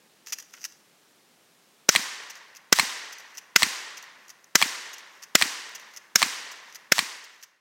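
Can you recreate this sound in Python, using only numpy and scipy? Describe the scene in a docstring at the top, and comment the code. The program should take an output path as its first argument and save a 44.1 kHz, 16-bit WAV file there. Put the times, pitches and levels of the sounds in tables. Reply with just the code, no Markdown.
"""A pump shotgun fires seven times in a forest clearing, overloading a small camera's microphone.
Each muzzle blast is a pressure push with a harsh crack. It slaps back off two range walls, thuds off
the ground and an earth bank, then rolls away through the trees. The action is racked before the first
shot and after each one: steel parts click, slide and slam. Faint air lies under it; the end fades out."""
import sys
import numpy as np
from scipy import signal
from scipy.fft import rfft, irfft
from scipy.io import wavfile
from scipy.ndimage import uniform_filter1d

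SR = 44100
rng = np.random.default_rng(int(sys.argv[2]) if len(sys.argv) > 2 else 0)


def materialize(psi):
    """Save the field psi as 16-bit PCM at rate SR to the path in sys.argv[1].

    A 1-D psi becomes a single channel; in a 2-D psi each row is a channel.
    """
    bounded = np.clip(np.atleast_2d(psi).T, -1, 1)
    quanta = np.round(bounded * 32767).astype(np.int16)
    wavfile.write(sys.argv[1], SR, quanta)


N = 335468
TIME_S = np.arange(N) / SR

# spectra: freq_hz, density_db
AIR_SPECTRUM = [(35, -27), (60, -22), (167, -5), (385, -7), (475, -7.5), (599, -9.5), (1480, -12),
                (3420, -13.5), (6410, -16), (15500, -24)]
WOODS_SPECTRUM = [(40, -36), (80, -36.5), (150, -26.5), (300, -15.5), (700, -13), (1020, -4), (1300, -7),
                  (1580, -4), (1880, 0), (2300, -4.5), (4000, -5.5), (6000, -5), (8300, -12),
                  (10500, -18.5), (16000, -26)]
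STEEL_SPECTRUM = [(150, -47.5), (550, -31), (900, -14.5), (1700, -6), (2270, -9), (3100, -6.5),
                  (3900, -13.5), (5000, -1.5), (6000, 2), (6800, -2.5), (8300, -14), (12100, -13.5),
                  (13600, -13), (16000, -19)]
FORE_END_SPECTRUM = [(300, -30), (900, -10), (1400, -1), (2500, -4), (3800, -13), (16000, -35)]
NEAR_WALL_SPECTRUM = [(100, -47.5), (300, -26.5), (700, 1), (2200, -1), (4000, -3.5), (8000, -9.5),
                      (12000, -17), (16000, -17.5)]
FAR_WALL_SPECTRUM = [(60, -5.5), (240, -10.5), (420, -24), (700, -16.5), (1100, -1), (1480, -7), (2200, 3),
                     (4300, -6), (5200, -7.5), (6500, -15.5), (8000, -4.5), (11000, -20), (16000, -20.5)]
STING_SPECTRUM = [(100, -49.5), (4200, -30.5), (5300, 1), (5800, -1.5), (6800, -6), (8200, -26.5),
                  (16000, -48.5)]
CRACK_SPECTRUM = [(100, -19.5), (250, -15), (650, -7), (850, -12), (1100, -6), (1450, 4), (1750, 2.5),
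                  (2050, 2.5), (3100, -3.5), (4500, -4.5), (7500, -5.5), (9000, -15), (11500, -16.5),
                  (13000, -11), (16000, -19)]

# forest decay: freq_hz, t60_s
FOREST_DECAY = [(80, 0.5), (200, 0.51), (450, 2.15), (1000, 1.82), (1900, 1.685), (3200, 1.294),
                (6000, 0.99), (9000, 0.81), (14000, 0.52)]
# receiver and bolt resonances: centre_hz, width_hz, lift_db
RECEIVER_MODES = [(1930, 91, 7), (2722, 140, 5.5), (4760, 87, 2.5), (5960, 270, 3), (6750, 75, 4),
                  (13600, 600, 5)]
# fore-end pulled back: rear_stop_s, level_db, travel_s, eject_delay_s, shell_db
PUMP_PULLS = [(.322, -26, 0.052, .063, -28), (2.297, -40, .063, .057, -37), (3.122, -41, .067, .061, -35.5),
              (3.969, -41, .064, 0.056, -36.5), (4.93, -39.5, 0.073, 0.052, -35.5),
              (5.747, -38, .055, .050, -39.5), (6.512, -41.5, 0.064, 0.046, -46),
              (7.238, -42.5, .06, .056, -49)]
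# fore-end pushed home: bolt_meets_barrel_s, level_db, feed_lead_s
PUMP_PUSHES = [(.641, -27, 0.026), (2.559, -42, 0.0096), (3.372, -33.5, .022), (4.293, -40, 0.012),
               (5.226, -36, 0.0048), (5.963, -35.5, .026), (6.747, -35.5, 0.023), (7.426, -30, .011)]
# loose parts in handling: start_s, level_db
HANDLING_TICKS = [(.262, -40), (.2845, -35), (0.2956, -40), (0.4245, -38.5), (.537, -39), (.7217, -44.5),
                  (4.442, -43)]
# fore-end at the start of a slow push: start_s, level_db
FORE_END_KNOCKS = [(.537, -39.5), (.572, -47)]
# pitch of the far wall's evenly spaced boards: pitch_hz, level_db, t60_s
BOARD_TONES = [(1138, -16.5, 0.02), (1907, -11, 0.012), (2115, -14, 0.019), (2415, -15, 0.024),
               (3250, -11.5, 0.013), (4220, -11.5, 0.018)]
# returns from ground and earth bank: delay_s, pitch_hz, level_db, life_s
GROUND_THUDS = [(.003, 166.3, -37, 0.0026), (0.076, 245, -34, 0.0019), (0.102, 255, -36, 0.0027)]
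# camera case rung by the blast: pitch_hz, level_db, t60_s
CASE_MODES = [(1505, -3.5, 0.019), (2032, -0.5, 0.02)]
# muzzle blasts: start_s, crack_db, sting_db, push_db, case_re_crack_db, echo_db
MUZZLE_BLASTS = [(1.8900, -8, -6, -2, -2, 1.5), (2.7262, -5.5, -7, -0.5, 4, 2.5),
                 (3.5607, -6.5, -10, -13, 3, 2), (4.5545, -6, -8, -6, -1.5, 1.5),
                 (5.3526, -4.5, -12.5, 3, 1.5, 1.24), (6.1573, -7.5, -5, -6.5, -2.5, 1.64),
                 (6.9206, -7, -9.5, -3.5, 1, 0.4)]


def amp(db):
    """Decibels to gain."""
    return 10 ** (np.asarray(db) / 20)


def unit(x):
    """Scale to rms 1."""
    return x / np.sqrt(np.mean(x ** 2) + 1e-20)


def along(points, hz):
    """Interpolate on a log frequency axis."""
    freq_hz, values = np.transpose(points)
    return np.interp(np.log(hz + 1), np.log(freq_hz + 1), values)


def noise(spectrum, size):
    """Coloured noise, rms 1."""
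    gain = amp(along(spectrum, np.fft.rfftfreq(size, 1 / SR)))
    return unit(irfft(rfft(rng.standard_normal(size)) * gain, size))


def snap(spectrum, size=2048):
    """Minimum-phase pulse, peak 1."""
    cepstrum = irfft(np.log(amp(along(spectrum, np.fft.rfftfreq(size, 1 / SR)))))
    cepstrum[1:size // 2] *= 2
    cepstrum[size // 2 + 1:] = 0
    pulse = irfft(np.exp(rfft(cepstrum)))
    return pulse / np.abs(pulse).max()


def ring(modes, rise_s=0.00022, detune=0.009):
    """Damped tones, slightly detuned each time."""
    t = TIME_S[:SR // 16]
    tones = sum(amp(db - 60 * t / t60_s) * np.sin(2 * np.pi * (hz * rng.normal(1, detune) * t + rng.random()))
                for hz, db, t60_s in modes)
    return tones * (1 - np.exp(-t / rise_s))


def add(track, start_s, sound):
    """Mix a sound into a track."""
    part = track[max(round(start_s * SR), 0):][:len(sound)]
    part += sound[:len(part)]


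def air(level_db=-61, drop_db=-3):
    """Outdoor hush, lower from the first shot on."""
    firing = TIME_S > MUZZLE_BLASTS[0][0]
    return amp(level_db + drop_db * firing) * noise(AIR_SPECTRUM, N)


def thicket(patchy_db=1.5):
    """Scatter from trunks; clumps of trees return brief stronger patches."""
    bands = signal.stft(noise(WOODS_SPECTRUM, 2 * SR), nperseg=256)[2]
    clumps = uniform_filter1d(rng.standard_normal(bands.shape), size=8, axis=0)
    clumps = uniform_filter1d(clumps, size=3, axis=1)
    return unit(signal.istft(bands * amp(patchy_db * unit(clumps)), nperseg=256)[1][:2 * SR])


def forest(scatter, swell_s, decay_ref_s, bass_lag=1.2, bass_hz=700):
    """Scatter swells as the wave enters the trees; bass comes late, treble dies first."""
    hz, t, bands = signal.stft(scatter, SR, nperseg=512)
    decay = amp(-60 * (t - decay_ref_s) / along(FOREST_DECAY, hz)[:, None])
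    rise_s = swell_s * (1 + bass_lag / (1 + (hz[:, None] / bass_hz) ** 2))
    onset = 1 - np.exp(-(t / rise_s) ** 2)
    return signal.istft(bands * decay * onset, SR, nperseg=512)[1][:2 * SR]


def wall(spectrum, facets, bounce_s, bounce_db, scatter_db, scatter_s, variation=0.34):
    """Slap, ground bounce and facet scatter, much the same on every shot."""
    t = TIME_S[:len(facets)]
    scatter = (facets + variation * rng.standard_normal(len(t))) * t / scatter_s * np.exp(-t / scatter_s)
    path = amp(scatter_db) * scatter / np.linalg.norm(scatter)
    path[0] += 1
    path[round(bounce_s * rng.normal(1, .04) * SR)] += amp(bounce_db)
    return signal.fftconvolve(path, snap(spectrum))


def thud(pitch_hz, life_s):
    """Low pulse thrown back by earth."""
    t = TIME_S[:SR // 8]
    return t / life_s * np.exp(1 - t / life_s) * np.sin(2 * np.pi * pitch_hz * rng.normal(1, 0.079) * t)


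def steel(size, lift_spread=0.21):
    """Noise in the action's metal, rms 1; each contact favours other resonances."""
    hz = np.fft.rfftfreq(size, 1 / SR)
    lift_db = sum(db * rng.normal(1, lift_spread) / (1 + (2 * (hz - centre_hz) / width_hz) ** 2)
                  for centre_hz, width_hz, db in RECEIVER_MODES)
    return unit(irfft(rfft(noise(STEEL_SPECTRUM, size)) * amp(lift_db), size))


def knock(rise_s=0.0022, fall_s=0.0086):
    """Dull contact of the fore-end."""
    t = TIME_S[:SR // 16]
    return (1 - np.exp(-t / rise_s)) * np.exp(-t / fall_s) * noise(FORE_END_SPECTRUM, len(t))


def click(rise_s=0.00078, fall_s=.0028, rattle_db=-23, rattle_s=0.01):
    """Sharp steel contact with a little loose rattle."""
    t = TIME_S[:SR // 6]
    decay = np.exp(-t / fall_s) + amp(rattle_db) * np.exp(-t / rattle_s)
    return (1 - np.exp(-t / rise_s)) * decay * steel(len(t))


def slam(hold_s, rise_s=0.0018, fall_s=0.0054):
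    """The slide chatters against a stop until the hands damp it."""
    t = TIME_S[:SR // 6]
    return (1 - np.exp(-t / rise_s)) * np.exp(-np.maximum(t - hold_s, 0) / fall_s) * steel(len(t))


def scrape(middle_s, half_s):
    """Envelope of a slide that speeds up, then slows."""
    return np.exp(-((TIME_S - middle_s) / half_s) ** 2)


def pump_action(feed_db=-41.5, grit_db=4, woods_db=-19):
    """Unlock, rear stop, shell out, next shell in, bolt home and locked; the trees answer faintly."""
    out, sliding = np.zeros((2, N))
    for stop_s, db, travel_s, eject_delay_s, shell_db in PUMP_PULLS:
        add(out, stop_s - travel_s, amp(db - 3.5) * click())  # unlock
        add(out, stop_s, amp(db) * slam(hold_s=.012))
        add(out, stop_s + eject_delay_s, amp(shell_db) * click())
        sliding += amp(db - 20) * scrape(stop_s - travel_s / 2, .28 * travel_s)
        sliding += amp(shell_db - 16) * scrape(stop_s + eject_delay_s + .015, .015)  # shell leaves port
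    for home_s, db, feed_lead_s in PUMP_PUSHES:
        add(out, home_s - feed_lead_s, amp(feed_db) * click())  # lifter spring snaps a shell up
        add(out, home_s, amp(db + 2.5) * click())
        add(out, home_s + .0065, amp(db) * slam(hold_s=.0045))  # lock
        sliding += amp(db - 27) * scrape(home_s - .07, .07)  # bolt
        sliding += amp(db - 23) * scrape(home_s - feed_lead_s / 2, feed_lead_s / 2)  # shell
    for start_s, db in HANDLING_TICKS:
        add(out, start_s, amp(db) * click())
    for start_s, db in FORE_END_KNOCKS:
        add(out, start_s, amp(db) * knock())
    stick_slip = amp(grit_db * unit(uniform_filter1d(rng.standard_normal(N), size=200)))
    out += sliding * unit(stick_slip * steel(N))
    trees = forest(rng.standard_normal(2 * SR), swell_s=0.026, decay_ref_s=0)
    trees *= np.exp(-TIME_S[:2 * SR] / .1)
    return out + amp(woods_db) * signal.fftconvolve(out, trees / np.linalg.norm(trees))[:N]


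def precursor(level_db=-23, rise_s=.003):
    """Air driven from the barrel ahead of the load."""
    t = TIME_S[:SR // 200]
    return amp(level_db) * np.exp(-((t - t[-1]) / rise_s) ** 2) * noise(CRACK_SPECTRUM, len(t))


def blast(crack_db, sting_db, push_db, case_db,
          hold_s=0.0021, fall_s=0.0026, spray_db=-21, spray_s=0.013, push_s=0.00055):
    """Pressure push and suction under a crack, a thin sting ringing in the microphone's port, ground spray and
    the case's ring."""
    t = TIME_S[:SR // 8]
    envelope = np.exp(-np.maximum(t - hold_s, 0) / fall_s) + amp(spray_db) * np.exp(-t / spray_s)
    rms = np.sqrt(np.mean(envelope ** 2))
    crack = rms * unit(envelope * noise(CRACK_SPECTRUM, len(t)))
    sting = rms * unit(envelope * noise(STING_SPECTRUM, len(t)))
    add(crack, 0, amp(case_db) * ring(CASE_MODES))
    push = amp(4) * (1 - t / push_s) * np.exp(-t / push_s)
    return amp(crack_db) * crack + amp(sting_db) * sting + amp(push_db) * push


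def gunfire(near_delay_s=.0617, far_delay_s=.07, woods_db=-34.5):
    """Each shot: puff, blast, two wall slaps, low thuds, long roll of the woods."""
    out = np.zeros(N)
    near_facets, far_facets = rng.standard_normal((2, SR // 32))
    trunks = thicket()
    for start_s, crack_db, sting_db, push_db, case_db, echo_db in MUZZLE_BLASTS:
        puff = precursor()
        add(out, start_s - len(puff) / SR, puff)
        add(out, start_s, blast(crack_db, sting_db, push_db, case_db))
        near_slap = wall(NEAR_WALL_SPECTRUM, near_facets,
                         bounce_s=0.00051, bounce_db=-26, scatter_db=-5, scatter_s=0.00097)
        far_slap = wall(FAR_WALL_SPECTRUM, far_facets,
                        bounce_s=0.001103, bounce_db=2, scatter_db=1.5, scatter_s=0.002)
        add(out, start_s + near_delay_s, amp(echo_db - 2) * near_slap)
        add(out, start_s + far_delay_s, amp(echo_db - 2.5) * far_slap)
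        add(out, start_s + far_delay_s, amp(echo_db) * ring(BOARD_TONES))
        for delay_s, pitch_hz, db, life_s in GROUND_THUDS:
            add(out, start_s + delay_s, amp(db + echo_db) * thud(pitch_hz, life_s))
        scatter = unit(trunks + .75 * thicket())  # same trees, blurred by moving air and leaves
        add(out, start_s, amp(woods_db + echo_db) * forest(scatter, swell_s=0.031, decay_ref_s=.14))
    return out


def scene():
    """Gun and clearing, mono."""
    return (gunfire() + pump_action() + air())[None]


def record(dry, ceiling=0.69, low_cut_hz=130, top_hz=15800, fade_start_s=6.856, fade_end_s=7.78):
    """Microphone saturation and bass cut, then closing fade and band limit."""
    saturated = dry / (1 + (dry / ceiling) ** 4) ** (1 / 4)
    thin = signal.sosfilt(signal.butter(2, low_cut_hz, 'high', fs=SR, output='sos'), saturated)
    faded = thin * np.clip((fade_end_s - TIME_S) / (fade_end_s - fade_start_s), 0, 1)
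    return signal.sosfilt(signal.ellip(10, .1, 80, top_hz, fs=SR, output='sos'), faded)


dry = scene()
out = record(dry)
materialize(out)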